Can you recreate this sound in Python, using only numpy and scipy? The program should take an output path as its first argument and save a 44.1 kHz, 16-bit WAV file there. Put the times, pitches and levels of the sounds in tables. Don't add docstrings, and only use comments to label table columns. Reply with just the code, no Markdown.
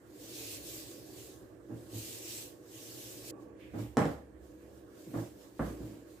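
import sys
import numpy as np
from scipy import signal
from scipy.fft import rfft, irfft, next_fast_len
from scipy.io import wavfile
from scipy.ndimage import uniform_filter1d, map_coordinates

SR = 44100
rng = np.random.default_rng(int(sys.argv[2]) if len(sys.argv) > 2 else 0)


def digitize_waveform(pressure):
    field = np.atleast_2d(pressure).T
    bounded = np.clip(field, -1, 1)
    quanta = np.round(bounded * 32767).astype(np.int16)
    wavfile.write(sys.argv[1], SR, quanta)


def decibels_to_gain(level_db):
    exponent = np.asarray(level_db, float) / 20
    return 10 ** exponent


N = 273420

# centre in Hz, width in Hz, level in dB.
COUNTER_MODES = [(45.5, 18, -10), (107, 19.6, 0.5), (161, 29.5, 1), (198, 27, 1), (277, 53, 0),
                 (330, 28, 0.5), (479, 50, -9.5), (556, 22, 1.5), (610, 155, -7), (822, 29, -3.5),
                 (1085, 430, -16), (1496, 103, -8.5), (1577, 190, -11), (2320, 500, -35), (2850, 680, -32)]


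def unit(x):
    return x / np.sqrt(np.mean(x ** 2) + 1e-20)


def along(points, hz):
    f, v = np.transpose(points)
    return np.interp(np.log(hz + 1), np.log(f + 1), v)


def curves(rows):
    s, *cols = np.transpose(rows)
    return [np.interp(np.arange(N) / SR, s, c) for c in cols]


def wobble(rate):
    knots = rng.standard_normal(int(N * rate / SR) + 4)
    return map_coordinates(knots, [np.arange(N) * rate / SR])


def filtered(x, response):
    m = next_fast_len(x.shape[-1] + SR // 4)
    spectrum = rfft(x, m) * response(np.fft.rfftfreq(m, 1 / SR))
    return irfft(spectrum, m)[..., :x.shape[-1]]


def modes(rows):
    def response(f):
        total = 0
        for k, (centre, width, db) in enumerate(rows):
            damping = 1j * f * width
            total = total + (-1) ** k * decibels_to_gain(db) * damping / (centre * centre - f * f + damping)
        return total
    return response


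def leaning(points):
    return lambda hz: decibels_to_gain(along(points, hz) * np.array([[.5], [-.5]]))


def spread(pair):
    # frequency in Hz, left-right likeness from 0 to 1.
    likeness = [(60, 0.95), (150, 0.93), (300, 0.85), (600, 0.48), (1100, 0.12), (4000, 0.03)]

    def shares(hz):
        angle = np.arccos(np.clip(along(likeness, hz), -1, 1)) / 2
        return np.array([np.cos(angle), np.sin(angle)])
    mid, side = filtered(pair, shares)
    return np.array([mid + side, mid - side])


def rush(response, patchy_db):
    z = signal.stft(rng.standard_normal((2, N)), nperseg=512)[2]
    field = uniform_filter1d(rng.standard_normal(z.shape[1:]), size=8, axis=0)
    field = uniform_filter1d(field, size=10, axis=1)
    pair = signal.istft(z * decibels_to_gain(patchy_db * unit(field)), nperseg=512)[1][:, :N]
    return unit(spread(filtered(pair, response)))


def steadied(x, span_s, share):
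    power = np.mean(x ** 2, axis=0)
    slow = np.abs(uniform_filter1d(power, size=max(round(span_s * SR), 1))) + 1e-3 * np.mean(x ** 2)
    return unit(x / slow ** (share / 2))


def swells(start, hold, db, rise, fall):
    t = np.arange(0, N + 64, 64)[:, None] / SR
    away = np.clip(start - t, 0, None) / rise + np.clip(t - start - hold, 0, None) / fall
    gain = decibels_to_gain(db - 20 * away ** 1.29)
    return np.interp(np.arange(N) / SR, t[:, 0], np.sqrt(np.sum(gain ** 2, axis=1)))


def first_shot():
    change_s = [3.306, 3.314]
    return np.interp(np.arange(N) / SR, change_s, [1, 0])


def rest():
    return decibels_to_gain(-84.5)


def palm():
    # full speed at seconds, hold in s, hiss in dB, rise in s, fall in s.
    sweeps = [
        (0.215, 0.15, -55.5, 0.048, 0.18),
        (0.443, .1, -44, 0.29, .11),
        (0.672, 0.077, -44, 0.1, 0.36),
        (1.187, 0.021, -52, 0.21, 0.26),
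        (1.785, 0.07, -65, 0.17, .15),
        (1.985, 0.18, -46, .1, 0.13),
        (2.293, 0.088, -43, 0.18, 0.16),
        (2.774, .15, -50.5, 0.13, 0.22),
        (3.036, 0.087, -49, 0.33, 0.27),
        (3.303, .03, -45, 0.11, .1),
    ]
    start, hold, db, rise, fall = np.transpose(sweeps)
    return swells(start, hold, db, rise, fall) + rest()


def slab_hum(drone_db):
    # centre in Hz, width in Hz, level in dB.
    bass = [(115.5, 23, 2.5)]
    hum = rush(lambda hz: modes(bass)(hz) ** 2, patchy_db=1.1)
    shaken = decibels_to_gain(-70) * first_shot() * (palm() / decibels_to_gain(-46.5)) ** 0.63
    return (decibels_to_gain(drone_db - 10) + shaken) * steadied(hum, span_s=0.11, share=0.68)


def floor_boom():
    # peak at seconds, level in dB, rise in s, fall in s.
    shifts = [(0.7, -67, 0.59, .4), (1.27, -68, 0.42, 0.47), (1.76, -59, 0.13, 0.18), (2.0, -65, .15, 0.23),
              (3.55, -69.5, 0.76, 0.22), (3.85, -55, 0.24, 0.26), (4.4, -60.5, 0.28, 0.49),
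              (5.18, -62, .15, 0.37), (6.15, -66, 0.24, .2)]
    # centre in Hz, width in Hz, level in dB.
    room_mode = [(67.3, 20, 0)]
    peak, db, rise, fall = np.transpose(shifts)
    level = decibels_to_gain(-76.5) + swells(peak, 0, db, rise, fall)
    boom = rush(lambda hz: modes(room_mode)(hz) ** 2, patchy_db=1)
    return 0.68 * level * decibels_to_gain(3.5 + 2.2 * wobble(14)) * steadied(boom, span_s=0.16, share=0.45)


def drone():
    # time in seconds, drone in dB.
    drone_level = [(0.0, -59.5), (0.41, -53), (1.64, -56.5), (2.17, -53.5), (2.64, -57), (3.12, -53),
                   (3.7, -55.5), (3.97, -60), (4.35, -58.5), (4.85, -57), (5.15, -56), (5.54, -59.5),
                   (5.75, -52.5), (6.2, -58.5)]
    # centre in Hz, width in Hz, level in dB.
    hollows = [(203, 27, -15.5), (290.5, 25, -1.5), (326.6, 21.2, 2), (383.2, 18.5, -3), (450, 11.5, -5),
               (495.6, 17.2, -5), (586, 52.5, -12.5), (695, 84, -26), (1094.5, 18, -22), (1676, 150, -28.5)]
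    # frequency in Hz, rms level in dB.
    line_tones = [(199.2, -70)]
    # frequency in Hz, density in dB per Hz.
    murk_tone = [(18, -44), (30, -15), (75, -11.5), (237, -7), (315, -1.5), (1290, -22.5), (1720, -22),
                 (2130, -26), (4660, -39.5), (8280, -33.5), (15500, -48)]
    # in, full, fading and out, in seconds.
    whine_s = [3.32, 3.34, 3.50, 3.56]
    # centre in Hz, width in Hz, level in dB.
    whine_modes = [(810, 180, -5.5), (1140, 30, 0)]
    # frequency in Hz, left minus right in dB.
    aside = [(60, -6), (200, -1), (380, 1.5), (700, -5), (1300, -8), (2400, -2)]
    drone_db, = curves(drone_level)
    t = np.arange(N) / SR
    hum = decibels_to_gain(drone_db + 2.0 + 0.32 * wobble(5.8)) * rush(modes(hollows), patchy_db=0.5)
    line = np.zeros(N)
    for hz, db in line_tones:
        level = decibels_to_gain(db + 2.5 + 1.0 * wobble(5.7))
        line += level * np.sin(2 * np.pi * hz * t + 0.35 * wobble(3.83))
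    line *= 1 - first_shot()
    murk = decibels_to_gain(-61.0) * rush(lambda hz: decibels_to_gain(along(murk_tone, hz)), patchy_db=3.0)
    whine = rush(lambda hz: modes(whine_modes)(hz) ** 2, patchy_db=-3.5)
    whine = decibels_to_gain(-67.5) * np.interp(t, whine_s, [0, 1, 1, 0]) * whine
    return filtered(hum + line + slab_hum(drone_db) + floor_boom() + murk + whine, leaning(aside))


def strokes():
    # peak at seconds, hiss in dB, rise in s, fall in s, low edge over hiss in dB.
    rustles = [(3.42, -75, 0.045, 0.068, -2), (3.61, -75.5, 0.034, 0.23, 14), (3.81, -61.5, 0.1, 0.16, -1),
               (4.09, -64, 0.13, 0.14, 0), (4.45, -74.5, .08, 0.34, -22), (4.63, -77.5, 0.076, 0.16, 1),
               (4.78, -72, 0.2, 0.1, -14), (5.0, -67.5, 0.16, 0.32, -10), (5.19, -59.5, 0.19, .18, -6),
               (5.42, -67, 0.17, 0.16, -16), (5.67, -61.5, 0.17, 0.27, -3.5), (5.88, -66, .2, 0.25, -4.5),
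               (6.11, -70, 0.11, 0.29, -8)]
    # frequency in Hz, density in dB per Hz.
    skin = [(1470, -20.5), (2500, -4.5), (2680, -3.5), (3790, -2.5), (5710, -1.5), (7710, 0), (9870, -5.5),
            (12000, -2.5), (14900, -4), (15600, -7)]
    # frequency in Hz, density in dB per Hz.
    palm_edge = [(700, 22.5), (1200, 8), (2000, 17.5), (3000, -14), (4200, -55), (6000, -33)]
    # frequency in Hz, density in dB per Hz.
    fold_edge = [(1200, -30), (1900, -3), (2300, -2), (3600, -10), (4600, -18), (6500, -34)]
    peak, db, rise, fall, rim_db = np.transpose(rustles)
    first = first_shot()
    later = 1 - first
    hiss = first * palm() + later * (swells(peak, 0, db + 4.0, rise, fall) + rest())
    upper = hiss * rush(lambda hz: decibels_to_gain(along(skin, hz)), patchy_db=1.57)
    palm_level = first * decibels_to_gain(-64) * (palm() / decibels_to_gain(-47.5)) ** 0.47
    palm_rim = palm_level * rush(lambda hz: decibels_to_gain(along(palm_edge, hz)), patchy_db=0.0)
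    dough_level = later * swells(peak, 0, db + rim_db, rise, fall)
    dough_rim = dough_level * rush(lambda hz: decibels_to_gain(along(fold_edge, hz)), patchy_db=-1.5)
    unevenness = decibels_to_gain(0.76 * wobble(13) + 0.43 * wobble(120))
    return unevenness * (upper + palm_rim + dough_rim)


def presses():
    # touch at seconds, length in s, thud in dB, slab note in dB, grit in dB.
    landings = [
        (1.701, 0.063, -43, -46.5, -62),
        (1.932, 0.064, -48, -41.5, -86),
        (3.744, 0.12, -40.5, -39.5, -51.5),
        (5.072, 0.044, -49, -56, -71),
        (5.145, 0.083, -36.5, -39.5, -48),
        (5.69, 0.022, -46, -47, -61),
        (5.805, 0.077, -43.5, -44.5, -63),
        (5.909, .05, -49, -54, -73),
    ]
    # centre in Hz, width in Hz, level in dB.
    thud_modes = [(168, 50, -4.5), (239, 49, -2), (294, 66, 0.5), (352, 38, -2.5), (457, 88, -13)]
    touch, length, thud_db, slab_db, grit_db = np.transpose(landings)

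    def contact(db, fall_s):
        return swells(touch, 0.56 * length, db, 0.014, fall_s)

    def thud_tone(hz):
        return modes(thud_modes)(hz) / (1 + (hz / 600) ** 2) * hz / (hz + 150)

    def grit_tone(hz):
        return modes(COUNTER_MODES[6:])(hz) * hz / (hz + 400) / (1 + (hz / 1300) ** 2)

    pushes = (rng.random((2, N)) < 2500 / SR) * rng.standard_normal((2, N))
    thud = steadied(spread(filtered(pushes, thud_tone)), span_s=0.021, share=0.57)
    slab = unit(np.sin(2 * np.pi * np.cumsum(113 + 3 * wobble(9)) / SR))
    slab_level = swells(touch + 0.47 * length, 0.18 * length, slab_db, 0.56 * length, 0.088)
    grit = rush(grit_tone, patchy_db=2.0)
    return (contact(thud_db, 0.096) * thud + slab_level * slab
            + contact(grit_db, 0.11) * decibels_to_gain(1.3 * wobble(90)) * grit)


def echo():
    # frequency in Hz, time to fall 60 dB in s.
    decay = [(80, 0.3), (300, 0.39), (1000, 0.38), (3000, 0.38), (8000, 0.32), (14000, 0.47)]
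    hz, t, z = signal.stft(rng.standard_normal((2, SR // 2)), SR, nperseg=256)
    fading = decibels_to_gain(-60 * t / along(decay, hz)[:, None])
    tail = spread(signal.istft(z * fading, SR, nperseg=256)[1])
    return tail / np.linalg.norm(tail[0])


def knocks():
    # time in seconds, blow in dB, contact in s, pin ring in dB, tick in dB.
    blows = [(3.9700, -15, 0.00012, 6, -24.5), (3.9737, -26, 0.00033, -3, -49),
             (3.9784, -16.5, 0.00015, -2, -42), (3.9910, -24.5, 0.000097, -2, -34),
             (4.008, -23.5, 0.00017, -12, -39), (4.0180, -23, 0.000059, 0, -42),
             (4.0550, -22, 0.00014, -19, -37.5), (5.1426, -35.5, 0.00014, 7, -70),
             (5.594, -25.5, 0.00013, 12, -68), (5.5974, -21.5, 0.00022, 9.5, -70),
             (5.6310, -34, 0.00026, 12, -68), (5.6700, -35, 0.00031, 7, -68)]
    # centre in Hz, width in Hz, level in dB.
    slap = [(400, 520, -7)]
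    # centre in Hz, width in Hz, level in dB.
    tick_modes = [(789, 38, 25.5), (850, 65, 22.5), (2440, 1400, -2), (5170, 2300, -3), (7650, 1670, 0),
                  (12900, 2200, -17)]
    # frequency in Hz, echo against direct sound in dB.
    wet = [(80, 0.5), (250, 1.5), (700, 1.5), (1000, 4), (2200, 8), (8000, 0.5), (14000, 6)]
    direct, room = np.zeros(N + SR), np.zeros((2, N + SR))
    t = np.arange(SR // 4) / SR
    for s, blow_db, contact_s, pin_db, tick_db in blows:
        def struck(hz):
            slab, pin = modes(COUNTER_MODES[:10])(hz), modes(COUNTER_MODES[10:])(hz)
            return modes(slap)(hz) + slab + decibels_to_gain(pin_db) * pin
        push = t * t * np.exp(-t / contact_s)
        ring = filtered(-push, struck)
        tick = filtered(rng.standard_normal(len(t)) * decibels_to_gain(-60 * t / 0.013), modes(tick_modes))
        near = decibels_to_gain(blow_db) * ring / np.abs(ring).max() + decibels_to_gain(tick_db) * tick
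        far = signal.fftconvolve(near[None], echo(), axes=1)
        at = round(s * SR)
        direct[at:at + len(t)] += near
        wall = at + 200
        room[:, wall:wall + far.shape[1]] += far
    return direct[:N] + filtered(room[:, :N], lambda hz: decibels_to_gain(along(wet, hz)))


def sway():
    # blow at seconds, frequency in Hz, level in dB, time to fall 60 dB in s.
    swings = [
        (3.975, 68.64, -46, 2.4),
        (5.6, 58, -35, 0.72),
        (5.801, 59.2, -40.5, 0.47),
    ]
    total = np.zeros(N)
    for s, hz, db, t60 in swings:
        after = np.clip(np.arange(N) / SR - s, 0, None)
        level = decibels_to_gain(db - 60 * after / t60) * (1 - np.exp(-after / 0.0085))
        total += level * np.sin(2 * np.pi * hz * after + 2.0 * wobble(9.9))
    return total


def scene():
    return drone() + strokes() + presses() + knocks() + sway()


def band_limit(x):
    return signal.sosfilt(signal.butter(12, 15950, fs=SR, output="sos"), x)


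def record(dry):
    # frequency in Hz, left minus right in dB.
    mic_lean = [(60, -2), (180, -2.5), (550, -2.0), (1650, -4.5), (4970, -2), (15000, 0.5)]

    def microphones(hz):
        return leaning(mic_lean)(hz) * (hz < 15560) / (1 + (38 / (hz + 1)) ** 4)
    return band_limit(filtered(dry, microphones))


dry = scene()
out = record(dry)
digitize_waveform(out)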